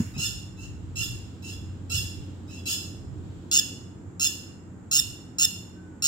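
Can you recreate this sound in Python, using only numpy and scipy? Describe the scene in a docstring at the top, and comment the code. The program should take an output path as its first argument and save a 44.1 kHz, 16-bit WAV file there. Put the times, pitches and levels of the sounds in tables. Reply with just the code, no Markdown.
"""A bump of wind and a rustle come first; parakeets screech deep in the trees, then one close by.
Each note starts fairly clean, pulses into a rasp as the syrinx flutters, and ends on a higher tone;
throat and beak filter it, and the foliage scatters it back. Underneath, far traffic rumbles with an
engine drone, light gusts buffet the microphone and stir the leaves, and late on a far bird whistles."""
import sys
import numpy as np
from scipy import signal
from scipy.fft import rfft, irfft, next_fast_len
from scipy.io import wavfile
from scipy.ndimage import map_coordinates

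SR = 44100
rng = np.random.default_rng(int(sys.argv[2]) if len(sys.argv) > 2 else 0)


def digitize_waveform(pressure):
    """Quantize a signal to 16-bit integers and store it at the path in sys.argv[1].

    Rows of a 2-D input are taken as channels; values are limited to [-1, 1].
    """
    field = np.atleast_2d(pressure).T
    bounded = np.clip(field, -1, 1)
    quanta = np.round(bounded * 32767).astype(np.int16)
    wavfile.write(sys.argv[1], SR, quanta)


N = 267863
TOP_HZ = 15900  # upper band limit

# spectra of far roads and of the hiss over the lawn: (frequency [Hz], relative density [dB])
ROAD_SPECTRUM = [(22, -43), (32, -51), (48, -3), (65, -17), (110, -0.5), (150, -4.5), (210, -4),
                 (315, -2.5), (376, -10.5), (500, -17), (700, -26), (1200, -32), (2600, -100)]
HISS_SPECTRUM = [(410, -28), (700, -9), (808, -7), (984, -8.5), (1060, -10.5), (1520, -9.5), (1730, -14),
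                 (1890, -14), (2050, -18.5), (4050, -28), (5840, -30.5), (7390, -14.5), (9110, -37.5),
                 (16000, -43.5)]
# left-right likeness of the ambient field and of wind buffeting: (frequency [Hz], coherence [0-1])
FIELD_COHERENCE = [(30, 1), (80, 1), (250, 0.89), (600, 0.43), (1500, 0), (8000, 0.06)]
WIND_COHERENCE = [(30, 0.1), (100, 0.73), (250, .2)]
# gusts at the microphone: (peak time [s], width [s], level [dB])
GUST_PEAKS = [(0.217, 0.22, -40), (0.645, 0.035, -38.5), (0.805, 0.16, -40), (1.01, 0.048, -30),
              (1.123, 0.1, -34.5), (1.644, 0.26, -43), (1.985, 0.098, -29.5), (2.212, 0.056, -36),
              (2.397, 0.05, -73), (3.185, 0.29, -38.5), (5.05, 0.12, -40.5), (5.467, 0.069, -41)]
# short bumps of wind: (time [s], level [dB])
BUMPS = [(0.0, -22.5), (0.162, -30), (0.185, -32.5)]
# spectra of buffeting, stirred leaves, bumps and the rustle: (frequency [Hz], relative density [dB])
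BUFFET_SPECTRUM = [(20, -46.5), (32, -22), (50, -5.5), (100, 0.5), (135, -4.5), (200, -17.5), (400, -45),
                   (900, -120)]
LEAF_SPECTRUM = [(1200, -27.5), (2200, -6.5), (3300, -0.5), (4500, -7), (6000, -10), (8000, -9),
                 (10000, -27.5), (15500, -21.5)]
BUMP_SPECTRUM = [(35, -35), (110, -5.5), (240, -8.5), (500, -33.5), (1200, -40), (4000, -120)]
RUSTLE_SPECTRUM = [(600, -25), (1600, 1.0), (2500, -4), (6500, -21), (10000, -16), (15000, -15)]
# the far bird's note: (time [s], pitch [Hz], level [dB])
WHISTLE_COURSE = [(5.73, 1500, -83), (5.78, 1537, -63), (5.87, 1506, -63.5), (5.96, 1470, -67),
                  (6.05, 1490, -77)]
# main decay of the tree echo: (frequency [Hz], reverberation time [s])
ECHO_T60 = [(1000, 0.66), (2800, 0.59), (5300, 0.58), (8000, 0.57), (15000, 0.38)]
# colour of that echo: (frequency [Hz], gain [dB])
ECHO_COLOUR = [(1400, 1.5), (1900, 0), (2800, 10.5), (3500, 0.5), (4300, 4.5), (5400, -1), (7000, -2.5),
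               (10000, 5.5), (15500, -0.5)]
# resonances of throat and beak: (frequency [Hz], gain [dB])
FORMANTS = [(1400, -15.5), (1800, -22.5), (2200, -27.5), (2600, -5), (2820, -4), (3550, -5.5), (4150, -7),
            (5400, -0.5), (6150, -13), (7000, -0.5), (8200, -6.5), (9400, -26), (12300, -12), (15500, -21)]
# turbulence in the rasp: (frequency [Hz], relative density [dB])
RASP_SPECTRUM = [(900, -39), (1700, -28.5), (2300, -46.5), (2750, -6.5), (3300, -21.5), (3900, -14),
                 (4500, -18), (5350, -2), (6000, -13.5), (6800, 4.5), (7500, -8), (8200, -10.5),
                 (9300, -24), (15500, -20)]
# course of a note: (position [0-1], pitch / opening pitch [ratio], effort [dB], roughness [capped at 1])
NOTE_COURSE = [(0, .985, 6, 0.34), (.1, .995, 0, 0.3), (.2, 1.005, 5, 0.69), (.35, 1.02, 3, 1.13),
               (.55, 1.035, 6, 0.99), (.72, 1.04, 6, 1.06), (.82, 1.04, 1.5, 0.5), (.92, 1.04, 7, 0.25),
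               (1, 0.92, 8.5, 0)]
# its upper register: (position [0-1], pitch / closing pitch [ratio])
CLOSING_COURSE = [(.5, .965), (.72, .985), (.86, 1.003), (.93, 1), (1, .97)]
# parakeet notes: (time [s], length [s], opening pitch [Hz], closing pitch [Hz], direct level [dB],
# echo level [dB], treble tilt [dB/octave], period doubling [0-1], closing accent [dB])
CALLS = [ (-0.25, 0.12, 1362, 1750, -14, -26.5, 5.5, 0.1, -1.5),
         (0.134, 0.11, 1274, 1800, -85, -43, -6.5, .1, 1),
         (0.178, .09, 1360, 1776, -34.5, -28.5, -1, 0.2, 3.5),
         (0.569, .11, 1326, 1820, -60, -47.5, -2.5, 0, -14),
         (0.954, 0.082, 1347, 1755, -47, -29, 0, 0.3, 3),
         (1.422, 0.11, 1337, 1733, -50.5, -41.5, -2, 0.16, 1),
         (1.896, .083, 1348, 1740, -40.5, -27, 0, 0.48, 3),
         (2.478, 0.12, 1300, 1700, -54, -48, -3.5, 0, -2),
         (2.655, .076, 1343, 1745, -37, -26.5, 0.5, 0.73, 2),
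         (3.513, .086, 1394, 1743, -19, -27.5, -0.8, 0.85, 1),
         (4.196, 0.08, 1360, 1763, -23, -27.5, 1, 0.22, 2.5),
         (4.912, 0.089, 1370, 1803, -19.5, -28, 1.5, .2, 3),
         (5.384, 0.071, 1368, 1787, -19, -28, 1, 0.1, 5), (6.022, 0.1, 1377, 1830, -21, -32, 0, 0.13, -3.5)]


def amp(db):
    """Decibels to amplitude ratio."""
    return 10 ** (np.asarray(db) / 20)


def unit(x):
    """Normalisation to rms 1."""
    return x / np.sqrt(np.mean(x ** 2) + 1e-20)


def along(points, hz):
    """Interpolation of (frequency, value) points on a log axis."""
    f, v = np.transpose(points)
    return np.interp(np.log(hz + 1), np.log(f + 1), v)


def curves(rows, at):
    """Linear interpolation of each later column against the first."""
    knots, *columns = np.transpose(rows)
    return [np.interp(at, knots, column) for column in columns]


def wobble(rate, size):
    """Smooth random modulation: a spline through `rate` knots a second."""
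    knots = rng.standard_normal(int(size * rate / SR) + 4)
    return map_coordinates(knots, [np.arange(size) * rate / SR])


def filtered(x, response):
    """Linear filtering: the spectrum of x times a frequency response."""
    n = x.shape[-1]
    padded = next_fast_len(n + 8192)
    return irfft(rfft(x, padded) * response(np.fft.rfftfreq(padded, 1 / SR)), padded)[..., :n]


def add(track, x, start_s):
    """Superposition of x on the track from start_s on."""
    i = round(start_s * SR)
    lo, hi = max(i, 0), min(i + x.shape[-1], N)
    if hi > lo:
        track[:, lo:hi] += x[..., lo - i:hi - i]


def noise(spectrum, coherence=FIELD_COHERENCE):
    """Partially coherent stereo noise of rms 1: the mid-side balance sets the coherence."""
    def response(hz):
        angle = np.arccos(np.clip(along(coherence, hz), -1, 1)) / 2
        return amp(along(spectrum, hz)) * [np.cos(angle), np.sin(angle)]
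    mid, side = filtered(rng.standard_normal((2, N)), response)
    return unit(np.array([mid + side, mid - side]))


def swell(t, peak_s, half_width_s):
    """Lorentzian curve for a distant passing source: 1 at closest approach."""
    return 1 / (1 + ((t - peak_s) / half_width_s) ** 2)


def traffic(t):
    """Broadband noise: far roads rumble with one slow swell, under a steady thin hiss."""
    road_db = -46.5 + 3.5 * swell(t, peak_s=2.87, half_width_s=1.02)
    return amp(road_db) * noise(ROAD_SPECTRUM) + amp(-60) * noise(HISS_SPECTRUM)


def engine(t, firing_hz=91.5, sag_hz_per_s=0.3):
    """Periodic firing gives two harmonics; the fundamental swells as the engine passes."""
    level_db = -51.5 + 12 * swell(t, peak_s=1.95, half_width_s=0.88)
    hz = firing_hz - sag_hz_per_s * t + 1.2 * wobble(9, N)
    phase = 2 * np.pi * np.cumsum(hz) / SR
    fundamental = amp(level_db - 0.5 * wobble(3.3, N)) * np.sin(phase)
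    octave = amp(-54 + 1.14 * wobble(5.1, N)) * np.sin(2 * phase)
    return np.sqrt(2) * (fundamental + octave)


def wind(t, breeze_db=-42, fade_db_per_s=1.87, leaf_lag_s=0.34):
    """Breeze and gusts add in power at the microphone; leaves follow the gusts with a first-order lag."""
    gusts = [amp(db) * np.exp(-2 * ((t - s) / width) ** 2) for s, width, db in GUST_PEAKS]
    strength = np.linalg.norm([amp(breeze_db - fade_db_per_s * t), *gusts], axis=0)
    unevenness = amp(1.5 * np.array([wobble(12, N), wobble(12, N)]))
    settle = 1 / (leaf_lag_s * SR)
    leaf_motion = signal.lfilter([settle], [1, settle - 1], np.sum(gusts, axis=0))
    leaves = leaf_motion * amp(-21) * noise(LEAF_SPECTRUM)
    return strength * unit(unevenness * noise(BUFFET_SPECTRUM, WIND_COHERENCE)) + leaves


def wind_bumps(t, bump_t60=0.14, rustle_t60=1.0):
    """Exponentially decaying transients: puffs hit the microphone, the first with a rustle."""
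    envelope = sum(amp(db - 60 * np.abs(t - s) / bump_t60) * np.clip((t - s) / 0.003, 0, 1)
                   for s, db in BUMPS)
    thuds = envelope * noise(BUMP_SPECTRUM)
    return thuds + amp(-50 - 60 * t / rustle_t60) * noise(RUSTLE_SPECTRUM)


def far_whistle(t):
    """Multipath fading: the trees blur the amplitude and phase of a distant bird's pure tone."""
    hz, db = curves(WHISTLE_COURSE, t)
    scatter = np.array([wobble(45, N) + 1j * wobble(45, N) for _ in range(2)])
    carrier = np.exp(2j * np.pi * np.cumsum(hz) / SR)
    tone = unit(np.real((1 + .5 * scatter) * carrier))
    return amp(db) * tone * (t > WHISTLE_COURSE[0][0])


def foliage(build_s=0.00057, near_t60=0.087, late_t60=0.54):
    """Impulse response of scattering: near branches, the main decay and a faint tail from farther off."""
    hz, t, spectra = signal.stft(rng.standard_normal((2, SR)), SR, nperseg=256)
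    t60 = along(ECHO_T60, hz)[:, None]
    near = amp(2 - 60 * t / near_t60)
    main = amp(-60 * t / t60)
    late = amp(-27 - 60 * t / (late_t60 * t60 / np.mean(t60)))
    onset = 1 - np.exp(-t / build_s)
    tail = signal.istft(spectra * (near + main + late) * onset, SR, nperseg=256)[1]
    return filtered(tail, lambda f: amp(along(ECHO_COLOUR, f)))


def voice(pitch, doubling):
    """Source and filter: the throat shapes the harmonics; period doubling adds lines between them."""
    orders = np.arange(2, 23)[:, None] / 2
    hz = orders * pitch
    gain = amp(along(FORMANTS, hz)) * np.where(orders % 1, doubling, 1) * (hz < TOP_HZ)
    cycles = np.cumsum(hz, axis=1) / SR + rng.random(orders.shape)
    return unit(np.sum(gain * np.sin(2 * np.pi * cycles), axis=0))


def beak_opening(x, t, open_s=0.0087, edge_hz=2750):
    """Time-varying filter: a note starts thin, until its low formant comes in."""
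    low_formant = filtered(x, lambda hz: (hz > edge_hz / 2) / (1 + (hz / edge_hz) ** 12))
    return x - np.exp(-(t / open_s) ** 2) * low_formant


def screech(length, open_hz, close_hz, doubling, accent_db, flutter_hz=143, jitter=0.016):
    """Modulation and register break: the syrinx flutters into a rasp, then jumps to a higher tone."""
    t = np.arange(int(length * SR)) / SR
    position = t / length
    bend, effort_db, rough = curves(NOTE_COURSE, position)
    closing_bend, = curves(CLOSING_COURSE, position)
    rough = np.clip(rough, 0, 1)
    flutter = np.cos(2 * np.pi * flutter_hz * t + 0.057 * wobble(41, len(t)))
    # cycle-to-cycle jitter smears the high harmonics most
    unsteady = 1 + rough * (jitter * wobble(1416, len(t)) + 0.0024 * flutter)
    upper_share = 1 / (1 + np.exp((0.71 - position) / 0.049))  # the break, 71% through the note
    low_tone = np.sqrt(1 - upper_share) * voice(open_hz * bend * unsteady, doubling)
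    high_tone = np.sqrt(upper_share) * amp(accent_db) * voice(close_hz * closing_bend * unsteady, 0)
    tone = (low_tone + high_tone) * (1 - .5 * rough) * amp(rough * flutter)
    turbulence = unit(filtered(rng.standard_normal(len(t)), lambda hz: amp(along(RASP_SPECTRUM, hz))))
    rasp = turbulence * rough * amp(5 * flutter)  # one burst for each flutter cycle
    edges = np.clip(t / 0.0019, 0, 1) * np.clip((length - t) / 0.0008, 0, 1)
    return unit(beak_opening(tone + rasp, t) * amp(effort_db) * edges)


def parakeets(left_lead_s=0.000204, pan_db=1.3):
    """Direct and reverberant sound: each note arrives straight and from the trees, the ratio cueing depth."""
    out = np.zeros((2, N))
    sides = np.array([[-1], [1]])
    for start_s, length, open_hz, close_hz, direct_db, echo_db, tilt, doubling, accent_db in CALLS:
        note = screech(length, open_hz, close_hz, doubling, accent_db)
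        note = unit(filtered(note, lambda hz: amp(tilt * np.log2(np.maximum(hz, 2500) / 5000))))
        direct = filtered(note, lambda hz: np.exp(-1j * np.pi * hz * left_lead_s * sides))
        echo = signal.fftconvolve(note[None], foliage(), axes=1)
        echo *= np.linalg.norm(direct) / np.linalg.norm(echo)
        add(out, amp(direct_db) * direct, start_s)
        add(out, amp(echo_db) * echo, start_s)
    return out * amp(pan_db * sides)


def scene():
    """Superposition of the birds and a low background, both a little louder on the right."""
    t = np.arange(N) / SR
    birds = parakeets() + far_whistle(t)
    background = engine(t) + traffic(t) + wind(t) + wind_bumps(t)
    return birds + background * amp([[-.5], [.5]])


def record(dry):
    """Band-pass filtering removes the deepest rumble and the highest treble."""
    low_cut = lambda hz: 1 - 1 / (1 + (hz / 33) ** 4)
    high_cut = lambda hz: np.clip((TOP_HZ - hz) / 400 + .5, 0, 1)
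    return filtered(dry, lambda hz: low_cut(hz) * high_cut(hz))


dry = scene()
out = record(dry)
digitize_waveform(out)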